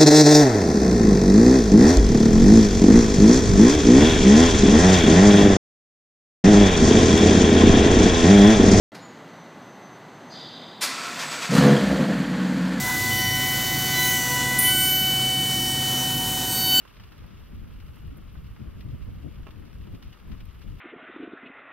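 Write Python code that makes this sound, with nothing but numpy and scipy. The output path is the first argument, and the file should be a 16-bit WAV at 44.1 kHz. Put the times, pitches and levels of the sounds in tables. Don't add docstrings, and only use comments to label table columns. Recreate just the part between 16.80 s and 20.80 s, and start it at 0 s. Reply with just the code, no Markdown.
import sys
import numpy as np
from scipy.fft import rfft, irfft, next_fast_len
from scipy.io import wavfile
from scipy.ndimage import map_coordinates

SR = 44100
rng = np.random.default_rng(int(sys.argv[2]) if len(sys.argv) > 2 else 0)


def log_audio(samples):
    frames = np.atleast_2d(samples).T
    limited = np.clip(frames, -1, 1)
    pcm = np.round(limited * 32767).astype(np.int16)
    wavfile.write(sys.argv[1], SR, pcm)


N = 176400


def amp(db):
    return 10 ** (np.asarray(db) / 20)


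def unit(x):
    return x / np.sqrt(np.mean(x ** 2) + 1e-20)


def at_pitch(points, hz):
    pitches, values = np.transpose(points)
    return np.interp(np.log(hz + 1), np.log(pitches + 1), values)


def over_time(points):
    times, values = np.transpose(points)
    return np.interp(np.arange(N) / SR, times, values)


def wobble(per_s):
    return map_coordinates(rng.standard_normal(1024), [np.arange(N) * per_s / SR], mode="wrap")


def filtered(x, response):
    size = next_fast_len(N + SR // 2)
    hz = np.fft.rfftfreq(size, 1 / SR)
    return irfft(rfft(x, size) * response(hz), size)[..., :N]


def pan(left_db):
    return amp(np.array([[left_db], [-left_db]]) / 2)


def noise(tone):
    return unit(filtered(rng.standard_normal(N), lambda hz: amp(at_pitch(tone, hz))))


def stereo_noise(tone, likeness):
    def split(hz):
        angle = np.arccos(np.clip(at_pitch(likeness, hz), -1, 1)) / 2
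        return amp(at_pitch(tone, hz)) * np.array([np.cos(angle), np.sin(angle)])
    middle, side = filtered(rng.standard_normal((2, N)), split)
    return unit(np.array([middle + side, middle - side]))


def bursts(rows, rise_s):
    t = np.arange(SR // 8) / SR
    power = np.zeros((2, N + SR))
    for start, db, left_db, fade_s in rows:
        shape = amp(-60 * t / fade_s) * (1 - np.exp(-t / rise_s))
        power[:, int(start * SR):][:, :len(t)] += (amp(db) * pan(left_db) * shape) ** 2
    return np.sqrt(power[:, :N])


def scatter(per_s, db, spread_db, fade_s):
    draws = rng.random((1024, 3))[:int(per_s * N / SR)]
    return [(when * N / SR, db - spread_db * np.log(0.12 + size), 2 * (2 * side - 1), fade_s)
            for when, size, side in draws]


# (time [s], level [dB])
RUSH_LEVEL = [(0.0, -59), (0.28, -61), (0.5, -59), (0.8, -62), (2.35, -61.5), (2.99, -62), (3.42, -61),
              (4.0, -61)]
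# (pitch [Hz], level [dB])
RUSH_MIDDLE_TONE = [(40, -6.5), (200, 3), (450, 3.5), (750, -6.5), (1250, 2.5), (1600, -4.5), (2450, -5),
                    (3100, -6), (3500, -7.5), (4400, -17.5), (4900, -13), (5350, -22.5), (5750, -15),
                    (6300, -38), (9000, -47)]
RUSH_SIDE_TONE = [(40, 4), (400, -5.5), (800, -4), (1300, -8.5), (2100, -13.5), (3000, -21), (3900, -18),
                  (4900, -15.5), (5600, -20.5), (6300, -16), (7000, -29), (9000, -22), (12000, -62)]
RUSH_RING_TONE = [(2400, -46), (2680, -3), (2780, -6), (2950, -2.5), (3300, -29)]

def far_rush():
    ring = amp(-13 + 4 * wobble(per_s=12)) * noise(RUSH_RING_TONE)
    middle = noise(RUSH_MIDDLE_TONE) + ring
    side = amp(-2.5) * noise(RUSH_SIDE_TONE)
    level_db = over_time(RUSH_LEVEL) + 1 + 0.5 * wobble(per_s=25.1)
    return amp(level_db) * np.array([middle + side, middle - side])


# (pitch [Hz], head start [radians])
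LEFT_HEAD_START = [(40, 0.19), (130, 1.12), (300, 2.26), (600, 3.38)]

def swirling_air(tone, lumpy_db, lumps_per_s):
    air = stereo_noise(tone, likeness=[(1, 0.54)])
    air = filtered(air, lambda hz: np.exp(1j * at_pitch(LEFT_HEAD_START, hz) * np.array([[.5], [-.5]])))
    shared_lumps = wobble(lumps_per_s)
    own_lumps = np.array([wobble(lumps_per_s), wobble(lumps_per_s)])
    return unit(air * amp(lumpy_db * (shared_lumps + own_lumps)))


# (time [s], level [dB])
RUMBLE_LEVEL = [(0, -55), (.13, -55), (.21, -46.5), (.33, -55), (.42, -44), (.5, -45.5), (.65, -46),
                (.7, -46.5), (.76, -41.5), (.88, -46.5), (.96, -38), (.99, -46), (1.04, -41.5),
                (1.12, -43.5), (1.16, -50), (1.23, -40.5), (1.29, -42.5), (1.36, -44.5), (1.51, -45),
                (1.58, -40.5), (1.77, -45), (1.83, -39.5), (1.93, -42.5), (2.15, -37.5), (2.19, -47),
                (2.22, -38.5), (2.35, -41.5), (2.47, -37.5), (2.54, -47.5), (2.61, -37), (2.66, -47.5),
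                (2.82, -40), (2.92, -46), (3.04, -37.5), (3.1, -45), (3.14, -38), (3.2, -48.5), (3.28, -37),
                (3.36, -58.5), (3.46, -42.5), (3.52, -34), (3.56, -42), (3.61, -40.5), (3.74, -46.5),
                (3.83, -47), (3.87, -36.5), (4, -44)]
FLUTTER_LEVEL = [(0.0, -70.5), (0.3, -64.5), (0.42, -54.5), (0.65, -62.5), (0.73, -51.5), (0.97, -60),
                 (1.17, -58.5), (1.32, -51), (1.45, -58.5), (1.78, -61.5), (1.82, -44.5), (1.92, -59),
                 (2.06, -48.5), (2.1, -55), (2.14, -44), (2.19, -55), (2.29, -49.5), (2.33, -60),
                 (2.36, -50.5), (2.41, -55), (2.455, -41), (2.5, -51.5), (2.62, -56), (2.65, -59),
                 (2.81, -52), (2.92, -61.5), (3.02, -50.5), (3.11, -51.5), (3.15, -43), (3.19, -59.5),
                 (3.36, -68), (3.47, -61.5), (3.52, -48), (3.56, -56), (3.59, -59), (3.73, -70),
                 (3.86, -54), (4.0, -58.5)]
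# (time [s], left over right [dB])
RUMBLE_LEAN = [(0, -1.5), (.8, 2.5), (.91, -8), (.98, 1), (1.4, 2.5), (1.77, -2), (2.06, 4), (2.25, -5),
               (2.45, 6), (3.14, 2), (3.7, 5.5), (4, 4.5)]
# (pitch [Hz], level [dB])
RUMBLE_TONE = [(15, -11), (26, -6.5), (44, -0.5), (70, -2.5), (100, -7), (160, -12), (250, -23.5),
               (400, -34), (800, -71.5)]
FLUTTER_TONE = [(70, -19), (130, -2.5), (190, 2.5), (260, -2), (340, -5), (420, -14), (600, -17),
                (900, -30), (2000, -60), (6000, -81)]

def wind():
    rumble_gain = amp(over_time(RUMBLE_LEVEL) + 1.5) * pan(over_time(RUMBLE_LEAN))[:, 0]
    flutter_gain = amp(over_time(FLUTTER_LEVEL) + 4) * pan(left_db=5.5)
    rumble = rumble_gain * swirling_air(RUMBLE_TONE, lumpy_db=1.07, lumps_per_s=20)
    flutter = flutter_gain * swirling_air(FLUTTER_TONE, lumpy_db=1.9, lumps_per_s=40)
    return rumble + flutter


# (pitch [Hz], level [dB])
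HISS_TONE = [(3000, -6), (7000, -10.5), (9500, -8), (10500, -4.5), (14100, -3), (15000, -23), (15700, -4.5)]

def hiss():
    return amp(-70.5) * stereo_noise(HISS_TONE, likeness=[(8000, -0.08), (10500, 0.32), (15000, -0.086)])


# (pitch [Hz], likeness [-1 to 1])
NEAR_LIKENESS = [(700, -0.77), (1200, 0.85), (2200, 0.56), (3000, 1), (4000, -0.32), (6200, -0.89),
                 (10000, 0.2)]

def near_bursts(rows, tone, rise_s):
    return bursts(rows, rise_s) * stereo_noise(tone, NEAR_LIKENESS)


# (time [s], level [dB])
GRASS_LEVEL = [(0, -67.5), (1.3, -67), (1.7, -68), (2.5, -70.5), (3.3, -68.5), (4, -66)]
# (pitch [Hz], level [dB])
THIN_TONE = [(3000, -37), (7000, -15), (11000, 0.5), (14000, 6.5), (16000, -3.5)]

def grass_crackle():
    grains = scatter(per_s=240, db=0, spread_db=4.0, fade_s=0.01)
    level_db = over_time(GRASS_LEVEL) + 0.9 * wobble(per_s=7.9)
    return amp(level_db) * near_bursts(grains, THIN_TONE, rise_s=0.00023)


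# (time [s], crack level [dB], body level [dB], left over right [dB], fade time [s])
STALK_SNAPS = [(0.05, -55, -46.5, -7, 0.053), (.075, -51.5, -64, 0.5, 0.084), (.166, -52, -59, 0, 0.062),
               (.197, -52, -52, 0, 0.13), (0.235, -49, -53, 2, 0.07), (0.318, -53, -50, -2, 0.11),
               (.379, -50.5, -63, 0, 0.052), (0.439, -63, -52, -10, .06), (1, -51.5, -71, 2, 0.085),
               (1.022, -63, -49.5, -2, 0.033), (1.081, -55, -52, 0, 0.046), (1.167, -60, -49.5, -6, 0.041),
               (1.552, -70, -47.5, -3, 0.08), (1.763, -69, -45, -1, 0.042), (2.006, -50, -61, 2, 0.078),
               (2.222, -53.5, -58, 9, 0.046), (2.706, -48.5, -60, 4, 0.043),
               (2.9296, -43.5, -41, -2, 0.013), (3.071, -52, -52, 0, 0.028), (3.147, -52, -64, 3, 0.07),
               (3.225, -41.5, -50, 0, .025), (3.232, -52, -61, -1, 0.081), (3.327, -49.5, -54, 0, 0.058),
               (3.516, -51.5, -52.5, 8, 0.096), (3.604, -50, -49, 2.5, 0.068),
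               (3.816, -50.5, -66, 0, 0.082)]
# (pitch [Hz], level [dB])
CRACK_TONE = [(600, -10), (1500, -2.5), (2400, 1), (2850, 3), (3400, -1.5), (4200, -4.5), (5700, -7),
              (7000, -21), (10000, -21.5), (14000, -16.5)]
BODY_TONE = [(300, -13), (520, -2.5), (1000, -0.5), (1250, -1), (1700, -4), (2600, -13), (5000, -58)]

def stalk_snaps():
    cracks = [(start, db, left_db, fade_s) for start, db, _, left_db, fade_s in STALK_SNAPS]
    cracks += scatter(per_s=60, db=-60.5, spread_db=1.5, fade_s=0.058)
    bodies = [(start, db, left_db, fade_s) for start, _, db, left_db, fade_s in STALK_SNAPS]
    bodies += scatter(per_s=30, db=-58, spread_db=1.5, fade_s=0.072)
    return near_bursts(cracks, CRACK_TONE, rise_s=0.0011) + near_bursts(bodies, BODY_TONE, rise_s=0.0016)


# (time [s], level [dB])
STALK_TICKS = [(.22, -56), (.323, -54), (.379, -61), (.464, -52), (.6285, -61), (1.16, -50), (1.272, -52),
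               (1.372, -45.5), (1.378, -46.5), (2.005, -55), (2.04, -55), (2.247, -56), (3.4755, -53),
               (3.654, -46)]

def stalk_ticks(fade_s=0.012):
    ticks = [(start, db, 0, fade_s) for start, db in STALK_TICKS]
    return near_bursts(ticks, THIN_TONE, rise_s=0.00061)


# (time [s], peak level [dB], pitch [Hz], left over right [dB])
AIR_THUMPS = [(1.281, -31, 88, 2), (1.33, -39.5, 280, 3), (1.826, -32.5, 121, 9), (1.877, -31, 47, -2),
              (2.06, -30.5, 105, 9), (2.091, -33.5, 137, 10), (2.138, -29, 116, 1), (2.291, -31.5, 38, -7),
              (2.466, -35, 140, 1), (2.608, -29.5, 65, 3), (3.141, -32, 76, 0)]

def air_thumps(width_s=0.0093):
    out = np.zeros((2, N))
    for peak_s, db, hz, left_db in AIR_THUMPS:
        t = np.arange(N) / SR - peak_s
        swell = np.exp(-np.abs(t / width_s) ** 1.5)
        head_start = at_pitch(LEFT_HEAD_START, hz) * np.array([[.5], [-.5]])
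        swing = np.cos(2 * np.pi * hz * t + rng.uniform(0, 2 * np.pi) + head_start)
        out += amp(db) * pan(left_db) * swell * swing
    return out


# (time [s], level [dB])
KNOCK_HITS = [(2.6684, -35.5), (2.6724, -41.5), (2.6824, -45), (2.689, -41.5)]
# (pitch [Hz], level [dB], fade time [s])
KNOCK_NOTES = [(411, -1, 0.046), (630, -4.5, 0.032), (850, -2, 0.036), (1067, 0.5, 0.034), (1295, -6, 0.05),
               (1650, -12, 0.041), (2400, -3.5, 0.022), (2690, -5, 0.04), (3060, -19, 0.033)]

def hollow_knock(crack_fade_s=0.02):
    t = np.arange(SR // 4) / SR
    ring = np.zeros(N + SR)
    for start, hit_db in KNOCK_HITS:
        for hz, note_db, fade_s in KNOCK_NOTES:
            strength = amp(hit_db + note_db - 9.5 + rng.normal(0, 1.4))
            note = amp(-60 * t / fade_s) * np.sin(2 * np.pi * hz * t)
            ring[int(start * SR):][:len(t)] += strength * note * rng.choice([-1, 1])
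    cracks = [(start, hit_db - 12.5, 0, crack_fade_s) for start, hit_db in KNOCK_HITS]
    return pan(left_db=-6.5) * (ring[:N] + near_bursts(cracks, CRACK_TONE, rise_s=0.0003))


def scene():
    air = wind() + air_thumps()
    return air + far_rush() + stalk_snaps() + stalk_ticks() + grass_crackle() + hollow_knock()


def record(dry):
    return filtered(dry + hiss(), lambda hz: hz < 15700)


dry = scene()
out = record(dry)
log_audio(out)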